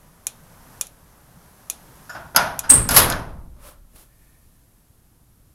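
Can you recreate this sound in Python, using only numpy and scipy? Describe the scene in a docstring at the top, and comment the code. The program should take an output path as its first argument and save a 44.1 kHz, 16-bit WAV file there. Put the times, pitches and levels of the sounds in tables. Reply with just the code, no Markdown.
"""A sectional garage door rolls on its track, heard from close beside the cable drum and pulley.
Rollers, cable and panels rumble as coloured noise; the lift gear ticks nearby, ringing the pulley's modes.
Rollers knock in the track, steel gives one shrill ring, and the door crashes and rattles: struck modes
and noise that dies away in the garage, overloading the microphone. At the end the cable scuffs
over the drum and the slowing pulley rubs dryly, over the quiet air of the garage."""
import sys
import numpy as np
from scipy import signal
from scipy.fft import rfft, irfft
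from scipy.io import wavfile

SR = 44100
rng = np.random.default_rng(int(sys.argv[2]) if len(sys.argv) > 2 else 0)


def to_wav(s):
    """Save 16-bit WAV."""
    ch = np.atleast_2d(s).T  # columns
    pcm = np.round(np.clip(ch, -1, 1) * 32767)  # PCM
    wavfile.write(sys.argv[1], SR, pcm.astype(np.int16))


N = 244314
T = np.arange(65536) / SR  # time within one hit [s]

# rollers knocking in the track:
# (time [s], relative ring level [dB], crack level [dB], treble tilt of the ring [dB/octave], rise [s])
KNOCK_HITS = [(2.094, -38, -42, -1, 0.0025), (2.146, -30.5, -55, -4.5, 0.006),
              (2.3463, -24, -38.5, -5.5, 0.0019), (2.3618, -12, -2, -1, 0.00044),
              (2.632, -31, -48, -2, 0.011), (2.8905, -20, -16.5, -2, 0.00067), (3.1, -24, -28, -1, 0.0005),
              (3.1225, -37.5, -26.5, -8, 0.00073)]
# blows on the door:
# (time [s], panel clatter level [dB], hardware jingle level [dB], panel boom level [dB], rise [s])
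DOOR_BLOWS = [(2.696, -19, -20, -21.5, 0.0042), (2.905, -22, -17.5, -22.5, 0.0055),
              (2.94, -22.5, -15, -32, 0.0083), (2.961, -11, -3, -27.5, 0.0054)]
# colour of the swaying panels: (frequency [Hz], relative level [dB])
SWAY_COLOUR = [(10, -20.5), (40, 0), (65, -2.5), (110, -1.5), (150, -2), (210, -10.5), (265, -10.5),
               (350, -15.5), (700, -36), (3000, -64.5)]
# colour of the rollers in the track, and of faint air: (frequency [Hz], relative level [dB])
ROLL_COLOUR = [(30, -17), (150, 9), (350, -4), (560, 0), (1000, 0.5), (1600, -3.5), (2400, -13),
               (4000, -18.5), (6000, -14), (9000, -25.5), (16000, -37.5)]
# colour of the cable's hiss, and of the background hiss: (frequency [Hz], relative level [dB])
HISS_COLOUR = [(100, -1.5), (600, 0.5), (2000, -8.5), (4000, -8), (7500, -6), (9500, -3.5), (11500, 1),
               (13000, -3), (15500, -11.5)]
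# colour of the door's heaving weight, and of the deepest rumble: (frequency [Hz], relative level [dB])
HEAVE_COLOUR = [(8, -9.5), (22, 3.5), (45, -0.5), (65, -1.5), (85, -15.5), (200, -38.5), (800, -80)]


def amp(db):
    """Decibels to gain."""
    return 10 ** (np.asarray(db) / 20)


def unit(x):
    """Scales to rms 1."""
    return x / np.sqrt(np.mean(x ** 2) + 1e-20)


def add(mix, s, sound):
    """Mixes a sound in at a time in seconds, cut off where the scene ends."""
    part = mix[round(s * SR):][:len(sound)]
    part += sound[:len(part)]


def read(points, hz):
    """Reads a table on a log-frequency axis."""
    f, value = np.transpose(points)
    return np.interp(np.log(hz + 1), np.log(f + 1), value)


def noise(hue, size, tilt_db=0):
    """Noise of a given colour and rms 1, tilted above 1 kHz in dB per octave."""
    hz = np.fft.rfftfreq(size, 1 / SR)
    octaves = np.log2(np.maximum(hz, 1000) / 1000)
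    gain = amp(read(hue, hz) + tilt_db * octaves)
    return unit(irfft(rfft(rng.standard_normal(size)) * gain, size))


def fade(t60):
    """Exponential decay by 60 dB in t60 seconds."""
    return np.exp(-np.log(1000) * T / t60)


def onset(rise):
    """The straight build-up of a contact over its rise in seconds."""
    return np.minimum(T / max(rise, 1 / SR), 1)


def swell(start, rise, t60):
    """An envelope over the whole scene: builds from its start while already dying away."""
    age = np.maximum(np.arange(N) / SR - start, 0)
    return np.minimum(age / rise, 1) * np.exp(-np.log(1000) * age / t60)


def wander(size, per_s):
    """Random drift: normal draws at a rate per second, joined by straight lines."""
    t = np.arange(size) / SR
    return np.interp(t * per_s, np.arange(4096), rng.standard_normal(4096))


def ring(modes, tilt_db=0):
    """The clear modes of a struck part: decaying sines of random phase, tilted above 1 kHz."""
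    total = np.zeros(len(T))
    for hz, db, t60 in modes:
        tilt = tilt_db * np.log2(max(hz / 1000, 1))
        total += amp(db + tilt) * fade(t60) * np.sin(2 * np.pi * (hz * T + rng.random()))
    return total


def cluster(bands):
    """Many close modes ringing together: steady noise of rms 1 gathered in a few bands."""
    hz = np.fft.rfftfreq(N, 1 / SR)
    gain = sum(amp(db) / (1 + (2 * (hz - centre) / width) ** 4) ** .5 for centre, width, db in bands)
    return unit(irfft(rfft(rng.standard_normal(N)) * gain, N))


def reverberate(x, stretch):
    """Lets each band of a dense sound die away as in the garage, its decay times scaled by stretch."""
    # decay of the garage: (frequency [Hz], t60 before stretching [s])
    garage_decay = [(60, 0.43), (300, .7), (700, 0.79), (1400, 0.59), (3000, 0.5), (5500, 0.47),
                    (8000, 0.28), (11000, 0.55), (15000, .19)]
    hz, spectrum = np.fft.rfftfreq(len(T), 1 / SR), rfft(x)
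    centres, t60s = np.transpose(garage_decay)
    shares = [read(np.c_[centres, band], hz) for band in np.eye(len(centres))]
    return sum(irfft(spectrum * share) * fade(t60 * stretch) for share, t60 in zip(shares, t60s))


def quiet():
    """Steady background of the garage: coloured noises for faint air, hiss and low rumble."""
    layers = ((ROLL_COLOUR, -71), (HISS_COLOUR, -64), (SWAY_COLOUR, -59), (HEAVE_COLOUR, -59.5))  # dB
    return sum(amp(db) * noise(hue, N) for hue, db in layers)


def rolling():
    """One effort drives the rollers in the track, the cable's hiss over the pulley and the panels' rumble."""
    # how hard the door rolls: (time [s], level [dB])
    effort_points = [(0.0, -60), (0.25, -60), (0.78, -53), (0.91, -60.5), (1.2, -59.5), (2.05, -53)]
    coast_db_per_s = 15  # after the last point the door runs down
    t = np.arange(N) / SR
    s, level_db = np.transpose(effort_points)
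    coast_db = coast_db_per_s * np.maximum(t - s[-1], 0)
    effort = amp(np.interp(t, s, level_db) - coast_db)
    # each layer in dB relative to the effort
    rollers = noise(ROLL_COLOUR, N) * amp(2.5 + .8 * wander(N, per_s=20))
    cable = noise(HISS_COLOUR, N) * amp(-1 + .6 * wander(N, per_s=390))
    panels = noise(SWAY_COLOUR, N) * amp(-3.5)
    return effort * (rollers + cable + panels)


def bump(db, hz, width, t60):
    """A roller rides over a rough spot and a panel hums briefly in a narrow band of modes."""
    hum = cluster([(hz, width, 0)])[:len(T)] * fade(t60)
    steady_hum = unit(hum) * np.sqrt(np.mean(fade(t60) ** 2))  # same energy at every draw
    return amp(db) * onset(2.3 / hz) * steady_hum


def tick(db):
    """A dry snap rings the pulley, glances off the nearby header, and faintly returns from the walls."""
    # colour of the dry snap: (frequency [Hz], relative level [dB])
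    snap_colour = [(200, -34), (1200, -11.5), (2000, -25.5), (2600, -8), (4200, -23), (5300, -11),
                   (5900, -4.5), (8300, -1.5), (10500, 1), (11700, -2.5), (12800, -8), (15500, -14.5)]
    # colour of the reflections: (frequency [Hz], relative level [dB])
    tick_colour = [(200, -18), (550, -10.5), (2000, -15.5), (2500, -8.5), (3600, -2.5), (5000, -8.5),
                   (6000, -0.5), (7000, 4.5), (8500, -1.5), (10300, 2.5), (12300, -4), (15500, -14)]
    # modes of the pulley: (frequency [Hz], relative level [dB], t60 [s])
    pulley_modes = [(2450, -24, .06), (3480, -29, .06), (3790, -32, .04), (5760, -10, .016),
                    (6500, -12, .018), (6970, -12, .032), (8100, -15, .022), (9450, -12, .018),
                    (10500, -4, .012), (10830, -11, .02), (11500, -8, .009), (12120, -18, .035),
                    (14720, -15, .016)]
    snap = noise(snap_colour, len(T)) * fade(0.011)
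    header = noise(tick_colour, len(T)) * fade(0.04) * onset(0.011)
    walls = reverberate(noise(tick_colour, len(T), tilt_db=-2.5), stretch=0.46) * onset(0.0037)
    layers = amp(-0.5) * snap + amp(2) * ring(pulley_modes) + amp(-7.5) * header + amp(-23.5) * walls
    return amp(db) * onset(0.000099) * layers


def clink(db, rise):
    """A loose bracket is nudged: its clustered modes ring into the room."""
    # modes of a bracket: (centre [Hz], width [Hz], relative level [dB])
    bracket_bands = [(1240, 100, -5.5), (1490, 110, 2.5), (1726, 40, 1.5), (5357, 220, -11.5),
                     (7000, 330, -14)]
    return amp(db) * onset(rise) * reverberate(cluster(bracket_bands)[:len(T)], stretch=0.55)


def knock(ring_db, crack_db, tilt_db, rise):
    """A roller strikes the track: a short crack, then the steel and the room ring on."""
    # colour of the crack: (frequency [Hz], relative level [dB])
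    crack_colour = [(150, -38), (380, -24), (550, -13), (1400, -13), (2200, -13), (4400, -10), (5000, 9),
                    (5600, -10), (6300, -0.5), (7600, -18), (10200, -6), (11450, 4), (12400, -14),
                    (15000, -24)]
    # colour of the track's dense ringing: (frequency [Hz], relative level [dB])
    track_colour = [(60, -25), (200, -8), (420, -19.5), (640, -3), (950, -3.5), (1200, -5), (1450, 1),
                    (2100, -12), (3300, -13.5), (4100, -16), (5050, -15.5), (5700, -15), (6350, -14),
                    (7200, -23), (9800, -19.5), (11500, -17), (14000, -29)]
    # clear modes of the track: (frequency [Hz], relative level [dB], t60 [s])
    track_modes = [(668, -14, .6), (884, -14, .55), (957, -14, .6), (1412, -1, .26), (1470, -9, .35),
                   (1675, -15, .45), (2428, -17, .26), (3386, -17, .24), (4800, -8, .13), (5006, -4, .16),
                   (5792, -14, .16), (6401, -13, .2), (11330, -2, .06), (11520, -2, .07)]
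    crack = noise(crack_colour, len(T)) * fade(.045)
    dense = reverberate(noise(track_colour, len(T), tilt_db), stretch=0.87)
    steel = dense + ring(track_modes, tilt_db)
    return onset(rise) * (amp(crack_db) * crack + amp(ring_db - 3.5) * steel)


def shaking():
    """Knocks and blows pile energy into the door: its panels sway and its whole weight heaves, then settle."""
    # a knock passes on only half of its ring level in dB, and 30 dB less
    jolts = [(s, -30 + 0.5 * ring_db) for s, ring_db, *_ in KNOCK_HITS]
    jolts += [(s, boom_db) for s, _, _, boom_db, _ in DOOR_BLOWS]

    def piled(rise, t60):
        """Adds the energies of all jolts, each a swell of its own."""
        return np.sqrt(sum((amp(db) * swell(s, rise, t60)) ** 2 for s, db in jolts))

    sway = piled(rise=.1, t60=1.115)  # the panels answer quickly
    heave = piled(rise=0.27, t60=2)  # the whole weight is slow and lingers
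    return amp(2.5) * sway * noise(SWAY_COLOUR, N) + amp(-4.5) * heave * noise(HEAVE_COLOUR, N)


def shriek():
    """Steel slips on steel: the squeal grows fast and leaves a tight cluster of high modes beating."""
    # modes of the shrill steel: (frequency [Hz], relative level [dB], t60 [s])
    shrill_modes = [(8037, -12, .2), (8260, -14, .22), (8393, 0, .25), (8461, -2, .22), (8702, -14, .2),
                    (8811, -13, .2), (8889, -11, .21), (9024, -14, .2), (9374, -13, .17), (9863, -18, .22),
                    (10130, -16, .21)]
    # colour of the dense squeal: (frequency [Hz], relative level [dB])
    shrill_colour = [(3000, -53.5), (7000, -27.5), (7900, -12), (8400, 2), (9000, -7.5), (10100, -16.5),
                     (11000, -22.5), (16000, -35.5)]
    growth = amp(-34 * (1 - onset(.009)))  # climbs 34 dB in 9 ms
    dense = noise(shrill_colour, len(T)) * fade(0.33)
    flutter = amp(2 * wander(len(T), per_s=298))
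    return growth * flutter * (amp(-3.5) * ring(shrill_modes) + amp(-3.0) * dense)


def blow(panel_db, jingle_db, boom_db, rise):
    """The door jolts: panels clatter and boom while loose hinges chatter."""
    # colour of the panel clatter: (frequency [Hz], relative level [dB])
    panel_colour = [(100, -17), (300, -4.5), (430, -3), (520, 1), (750, -5), (900, 0.5), (1080, 0),
                    (1300, 0), (1900, -4), (2300, -6.5), (3500, -10.5), (6000, -13), (8000, -9.5),
                    (16000, -26.5)]
    # colour of the jingling hardware: (frequency [Hz], relative level [dB])
    jingle_colour = [(1000, -30.5), (5000, -11), (8500, -19.5), (10000, -6), (10800, -2), (11300, 1),
                     (12200, -12), (13200, -8.5), (14000, -15), (16000, -19.5)]
    # colour of the panel boom: (frequency [Hz], relative level [dB])
    boom_colour = [(20, -11), (50, -4), (85, -2.5), (110, 4), (150, -4), (205, -10), (262, 2.5),
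                   (315, -16.5), (700, -37.5), (3000, -74)]
    chatter = amp(1.5 * wander(len(T), per_s=260))
    panels = amp(panel_db) * reverberate(noise(panel_colour, len(T)), stretch=0.88)
    hinges = amp(jingle_db) * noise(jingle_colour, len(T)) * fade(0.24)
    boom = amp(boom_db) * reverberate(noise(boom_colour, len(T)), stretch=0.55) * onset(0.0052)
    return onset(rise) * (chatter * (panels + hinges) + boom)


def ping(db, t60):
    """A hinge pin snaps in its sleeve: its clustered modes start sharply and decay."""
    # modes of a hinge pin: (centre [Hz], width [Hz], relative level [dB])
    pin_bands = [(3580, 790, 4), (4100, 200, -6), (4670, 190, -10), (6300, 250, -7.5)]
    return amp(db) * onset(0.0012) * cluster(pin_bands)[:len(T)] * fade(t60)


def scuffs():
    """The cable drags over the drum: a soft swell of grainy hiss and a hollow scrape that lingers."""
    # cable scuffs: (time of the height [s], hiss level [dB], time scale of the swell [s], scrape level [dB])
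    scuff_swells = [(3.673, -45.5, 0.036, -49.5), (3.963, -48, 0.0058, -59), (3.999, -50, 0.039, -63)]
    # colour of the scuffing hiss: (frequency [Hz], relative level [dB])
    scuff_colour = [(300, 8.5), (1500, 0), (5000, -0.5), (7500, -1), (11000, 7.5), (13000, 2),
                    (15500, -4.5)]
    # resonances of the drum under the cable: (centre [Hz], width [Hz], relative level [dB])
    drum_bands = [(575, 59, -5.5), (930, 330, -23), (1246, 370, -17), (2320, 3100, -28)]
    t, out = np.arange(N) / SR, np.zeros(N)
    for s, db, half, scrape_db in scuff_swells:
        distance = np.hypot((t - s) / half, 1) - 1  # a rounded top with exponential flanks
        grain = amp(1.09 * wander(N, per_s=550))
        out += amp(db) * noise(scuff_colour, N) * np.exp(-1.5 * distance) * grain
        out += amp(scrape_db) * cluster(drum_bands) * np.exp(-.8 * distance)
    return out


def bearing():
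    """The slowing pulley rubs dryly on its bolt while the cable hisses over it: both swell, then die away."""
    # resonances of the dry rub: (centre [Hz], width [Hz], relative level [dB])
    rub_bands = [(1790, 120, 0), (2300, 400, -11)]
    start, rise = 4.03, .2  # s
    rub = cluster(rub_bands) * amp(-62.5 + 2.0 * wander(N, per_s=33)) * swell(start, rise, t60=2.0)
    hiss = noise(HISS_COLOUR, N) * amp(-60) * swell(start, rise, t60=4.35)
    return rub + hiss


def scene():
    """All parts of the door at their moments."""
    # soft bumps of the rollers: (time [s], level [dB], frequency [Hz], width [Hz], t60 [s])
    roller_bumps = [(0.037, -45, 156.6, 25, 0.29), (0.407, -38, 163, 25, 0.081),
                    (1.14, -50.5, 167, 30, 0.25), (1.356, -39, 165.5, 30, 0.085),
                    (1.82, -57, 170, 40, 0.24), (3.939, -32, 260, 400, 0.022)]
    # ticks of the lift gear: (time [s], level [dB])
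    gear_ticks = [(.2686, -13), (.8116, -12), (0.869, -34.5), (1.6993, -12), (2.5919, -13), (2.8898, -12),
                  (3.1002, -18)]
    # loose brackets clinking: (time [s], level [dB], rise [s])
    bracket_clinks = [(2.093, -33, 0.0053), (2.126, -40, 0.004), (3.101, -24.5, 0.0026)]
    # hinge pins pinging: (time [s], level [dB], t60 [s])
    pin_pings = [(3.0, -25, .26), (3.1225, -24.5, .06)]
    mix = quiet() + rolling() + shaking() + scuffs() + bearing()
    hits = ((bump, roller_bumps), (tick, gear_ticks), (clink, bracket_clinks),
            (knock, KNOCK_HITS), (blow, DOOR_BLOWS), (ping, pin_pings))
    for source, table in hits:
        for s, *settings in table:
            add(mix, s, source(*settings))
    add(mix, 2.692, shriek())
    return mix[None]


def record(dry):
    """The loudest hits overload the microphone input a little unevenly and their overtones fold back."""
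    input_rate = 32000  # Hz; overtones above half of this fold back
    ceiling = .93
    sampled = signal.resample_poly(dry, input_rate, SR, axis=1, window=("kaiser", 4))
    clipped = sampled / (1 + (sampled / ceiling) ** 6) ** (1 / 6)
    lopsided = clipped + 0.056 * np.diff(clipped ** 2, prepend=0)  # adds even overtones
    restored = signal.resample(lopsided, round(lopsided.shape[1] * SR / input_rate), axis=1)[:, :N]
    band_limit = signal.firwin(511, 15900, window=("kaiser", 8), fs=SR)  # low-pass, edge in Hz
    return signal.oaconvolve(restored, band_limit[None], "same")


dry = scene()
out = record(dry)
to_wav(out)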